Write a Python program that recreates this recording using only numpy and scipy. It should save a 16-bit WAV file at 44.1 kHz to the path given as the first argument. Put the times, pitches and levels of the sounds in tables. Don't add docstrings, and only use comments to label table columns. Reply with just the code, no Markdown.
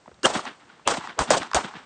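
import sys
import numpy as np
from scipy import signal
from scipy.fft import rfft, irfft
from scipy.io import wavfile
from scipy.ndimage import uniform_filter1d

SR = 44100
rng = np.random.default_rng(int(sys.argv[2]) if len(sys.argv) > 2 else 0)


def pcm_store(signal):
    levels = np.round(np.clip(np.atleast_2d(signal), -1, 1) * 32767)
    wavfile.write(sys.argv[1], SR, levels.astype(np.int16).T)


N = 81585

# (time [s], ring level [dB], ring pitch [Hz], ring length [cycles],
# crack level before halving [dB], wash level [dB], wash t60 [s], linger level [dB])
HANDGUN_SHOTS = [(.2552, -9, 950, 7, -7.5, -24, 0.44, -28.5),
                 (0.8749, -5, 623, 5.7, -8.5, -18.5, 0.26, -26.5), (1.1903, -4, 690, 5, -13, -22, 0.2, -36),
                 (1.3047, -5, 553, 8, -9.5, -17.5, 0.26, -34),
                 (1.5458, -4, 580, 3.8, -11.5, -17.5, 0.19, -29.5)]
# (time [s], ring level [dB], ring pitch [Hz], ring length [cycles], crack level before halving [dB])
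SLAP_ECHOES = [(0.059, -33.5, 915, 5.7, -75), (0.0781, -29.5, 644, 4.6, -79), (.092, -36, 595, 3.7, -75),
               (0.115, -36.5, 445, 4.1, -75), (.19, -44, 900, 3.6, -71), (.113, -49, 2000, 6, -53.5),
               (.143, -51, 1300, 5, -50), (.232, -20.5, 1000, 6.4, -20.5), (0.2652, -6, 650, 5.2, -21),
               (.351, -13.5, 684, 5, -32), (0.392, -15, 1170, 7.7, -59), (0.453, -21, 800, 5.7, -31),
               (0.699, -38, 1470, 12, -77), (.795, -38, 910, 6.6, -63), (0.8846, -7, 620, 4.2, -17),
               (.971, -12, 653, 3.1, -39), (1.01, -25, 1060, 10.3, -52), (1.073, -20.5, 870, 4.8, -34.5),
               (1.101, -31, 1250, 8.3, -50), (1.196, -17, 900, 5, -19), (1.319, -8, 730, 5.3, -18),
               (1.368, -24, 760, 11, -56), (1.401, -25, 2180, 11, -37), (1.4185, -24.5, 1850, 12, -50),
               (1.4313, -22, 990, 7.8, -28), (1.447, -23, 1100, 5.5, -51), (1.514, -20.5, 955, 6.7, -31),
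               (1.533, -14.5, 1060, 9.8, -27), (1.553, -13, 950, 7, -31), (1.5695, -8, 780, 8, -45),
               (1.738, -25.5, 870, 4.9, -45)]
# (peak time [s], level [dB], t60 [s])
NEAR_SWARMS = [(.285, -32, 0.37), (0.914, -23, 0.13), (1.217, -23, 0.11), (1.347, -18, 0.094),
               (1.577, -20.5, 0.1)]
BANK_SWARMS = [(0.352, -27, 0.25), (0.975, -36, 0.27), (1.284, -37.5, 0.8), (1.42, -32.5, 0.13),
               (1.647, -36, 0.16)]
TREE_SWARMS = [(0.476, -33.5, 0.19), (0.611, -55, 0.42), (0.699, -55, 0.96), (1.101, -37.5, 0.17),
               (1.759, -40.5, .3)]
# (rise [s], centre [Hz], width [Hz], treble [dB], bass [dB])
REFLECTORS = [(0.025, 310, 992, -13.5, -18), (0.011, 600, 1160, -6, -7.5), (0.019, 640, 1335, -7.5, -7.5)]
# (end [s], rise [dB/s], level [dB], centre [Hz], width [Hz], tone gain [ratio])
CODER_PRE_ECHOES = [(0.254, 1900, -17, 2830, 450, 2.1), (.258, 1700, -18.5, 3180, 350, 1.3),
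                    (.253, 1300, -19.5, 1550, 250, 1.67), (0.2595, 1801, -15, 1300, 380, 0.46),
                    (.254, 1300, -14, 308, 250, 0.8), (.256, 1497, -17, 530, 320, 0.5),
                    (.2585, 900, -19.5, 7000, 3500, 0), (0.877, 1507, -21, 420, 500, 0.7),
                    (.879, 2500, -20, 3300, 500, 0.6), (.875, 911, -33.5, 2680, 540, 1.35),
                    (1.19, 1500, -27.5, 400, 250, -0.2), (1.307, 801, -31.5, 1500, 1600, -0.5)]
# (centre time [s], level [dB], pitch [Hz], half length [s])
LOW_THUMPS = [(.085, -44, 184, 0.0058), (0.128, -55, 81, .02), (0.191, -55.5, 98, 0.015),
              (0.256, -22, 206, 0.0067), (.362, -29, 193, 0.0096), (0.368, -47, 84, 0.0062),
              (0.812, -61, 148, 0.014), (0.873, -44, 84.4, 0.0089), (0.985, -30.5, 207, 0.006),
              (1.209, -27, 64, 0.013), (1.204, -31, 198, 0.0079), (1.294, -25.5, 213, 0.0044),
              (1.313, -24.5, 280.6, 0.0079), (1.345, -32.5, 63.7, 0.0041), (1.405, -35, 188, 0.0038),
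              (1.566, -32, 65, 0.013), (1.649, -31, 203, 0.0073), (1.763, -44.5, 177, 0.016)]
# (frequency [Hz], relative level [dB])
WASH_SPECTRUM = [(120, -20.5), (200, -9.5), (381, -7), (715, -2), (1160, -21.5), (3360, -17), (7400, -17.5),
                 (8840, -18), (9430, -79), (12300, -35.5), (20700, -120)]
LINGER_SPECTRUM = [(35, -68.5), (60, -29.5), (362, -19.5), (477, -29.5), (810, -11), (1210, -14.5),
                   (5800, -33.5), (8310, -35), (9430, -61), (12300, -94), (20700, -120)]
FLOOR_SPECTRUM = [(24, -44.5), (40, -8), (197, 2), (382, 0), (1540, -5.5), (2160, -10.5), (8600, -17.5),
                  (9400, -40), (12100, -40), (20500, -120)]

GLIDE_HZ, SLAP_GLIDE_HZ, GLIDE_S = 4310, 3300, 0.0007855
CRACK_HOLD_S, CRACK_T60_S = 0.0013, 0.008
DULL_DB = 40
SWARM_PER_S, SWARM_SCATTER_DB = 3000, 4


def handgun(t, grit):
    hiss = noise_band(hz=6500, width_hz=3000)
    wash = coloured(WASH_SPECTRUM) * flicker()
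    linger = coloured(LINGER_SPECTRUM) * flicker()
    out = np.zeros(N)
    for at, ring_db, ring_hz, cycles, crack_db, wash_db, wash_t60, linger_db in HANDGUN_SHOTS:
        out += bang(t - at, hiss, grit, GLIDE_HZ, ring_db, ring_hz, cycles, crack_db)
        out += undb(wash_db) * decay(t - at, attack_s=0.00067, t60_s=wash_t60) * wash
        out += undb(linger_db) * decay(t - at, attack_s=0.058, t60_s=0.59) * linger
    return out


def bang(age, hiss, grit, glide_hz, ring_db, ring_hz, cycles, crack_db):
    age = np.clip(age, 0, 1)
    turns = ring_hz * age + glide_hz * GLIDE_S * (1 - np.exp(-age / GLIDE_S))
    ring = np.sin(2 * np.pi * turns) + 0.4 * grit
    attack = 1 - np.exp(-age / 0.002)
    fade = np.exp(-(age * ring_hz * 2 / cycles) ** 2)
    crack = (age > 0) * undb(-60 * np.maximum(age - CRACK_HOLD_S, 0) / CRACK_T60_S) * hiss
    return undb(ring_db) * attack * fade * ring + undb(crack_db) * crack / 2


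def slaps(t, grit):
    hiss = noise_band(hz=3800, width_hz=1900)
    out = np.zeros(N)
    for at, ring_db, ring_hz, cycles, crack_db in SLAP_ECHOES:
        glide_hz = SLAP_GLIDE_HZ * np.clip(1 + (crack_db - ring_db) / DULL_DB, 0, 1)
        out += bang(t - at, hiss, grit, glide_hz, ring_db, ring_hz, cycles, crack_db)
    return out


def echo_swarms(t):
    out = np.zeros(N)
    for rows, reflector in zip((NEAR_SWARMS, BANK_SWARMS, TREE_SWARMS), REFLECTORS):
        rise_s, hz, width_hz, treble_db, bass_db = reflector
        clicks = (rng.random(N) < SWARM_PER_S / SR) * np.sign(rng.standard_normal(N))
        clicks *= undb(SWARM_SCATTER_DB * rng.standard_normal(N))
        body = resonate(resonate(clicks, hz, width_hz), hz, width_hz)
        treble = undb(treble_db) * resonate(np.roll(clicks, N // 3), hz=3010, width_hz=1320)
        bass = undb(bass_db) * resonate(clicks, hz=221, width_hz=153)
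        for at, db, t60 in rows:
            age = t - at
            envelope = np.where(age < 0, np.exp(-(age / rise_s) ** 2), undb(-60 * np.abs(age) / t60))
            out += undb(db) * envelope * (body + treble + bass)
    return out


def coder_pre_echo(t):
    out = np.zeros(N)
    for end, db_per_s, db, hz, width_hz, tone_gain in CODER_PRE_ECHOES:
        age = t - end
        envelope = undb(np.where(age < 0, db_per_s, -6000) * age) * (age > -0.0225)
        tone = tone_gain * np.sin(2 * np.pi * hz * age)
        out += undb(db) * envelope * (noise_band(hz, width_hz) + tone)
    return out


def low_thumps(t):
    out = np.zeros(N)
    for at, db, hz, half_s in LOW_THUMPS:
        halves = np.clip((t - at) / half_s, -4, 4)
        turns = hz * half_s * (halves - 0.32 * halves ** 2 / 2)
        rumble = 0.55 * noise_band(hz, width_hz=hz)
        out += undb(db) * np.exp(-halves ** 2) * (np.sin(2 * np.pi * turns) + rumble)
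    return out


def outdoor_floor():
    return undb(-58.5) * coloured(FLOOR_SPECTRUM)


def undb(db):
    return 10 ** (np.asarray(db, float) / 20)


def unit(x):
    return x / np.sqrt(np.mean(x ** 2))


def resonate(x, hz, width_hz):
    radius = np.exp(-np.pi * width_hz * 1.5 / SR)
    poles = [1, -2 * radius * np.cos(2 * np.pi * hz / SR), radius * radius]
    once = signal.lfilter([1, -1], poles, x)
    return unit(signal.lfilter([1, 0, -1], poles, once))


def noise_band(hz, width_hz):
    return resonate(rng.standard_normal(N), hz, width_hz)


def coloured(spectrum):
    bins_hz = np.maximum(np.arange(N // 2 + 1) * SR / N, 1)
    hz, db = np.array(spectrum, float).T
    gain = undb(np.interp(np.log(bins_hz), np.log(hz), db))
    return unit(irfft(rfft(rng.standard_normal(N)) * gain, N))


def flicker(depth_db=4, rate_hz=61):
    window = int(SR / rate_hz)
    wander = uniform_filter1d(uniform_filter1d(rng.standard_normal(N), window), window)
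    return undb(depth_db * unit(wander))


def decay(age, attack_s, t60_s):
    age = np.maximum(age, 0)
    return (1 - np.exp(-age / attack_s)) * undb(-60 * age / t60_s)


def scene():
    t = np.arange(N) / SR
    grit = resonate(noise_band(hz=900, width_hz=1000), hz=900, width_hz=1000)
    out = handgun(t, grit) + coder_pre_echo(t) + low_thumps(t)
    out += slaps(t, grit) + echo_swarms(t) + outdoor_floor()
    return out[None]


def record(dry, ceiling=0.75, top_hz=9280, output_top_hz=15800):
    rounded = ceiling * np.tanh(dry / ceiling)
    dulled = signal.sosfilt(signal.ellip(10, .2, 80, top_hz, fs=SR, output="sos"), rounded)
    bent = dulled - 0.1 * dulled ** 7
    return signal.sosfilt(signal.ellip(10, .2, 80, output_top_hz, fs=SR, output="sos"), bent)


dry = scene()
out = record(dry)
pcm_store(out)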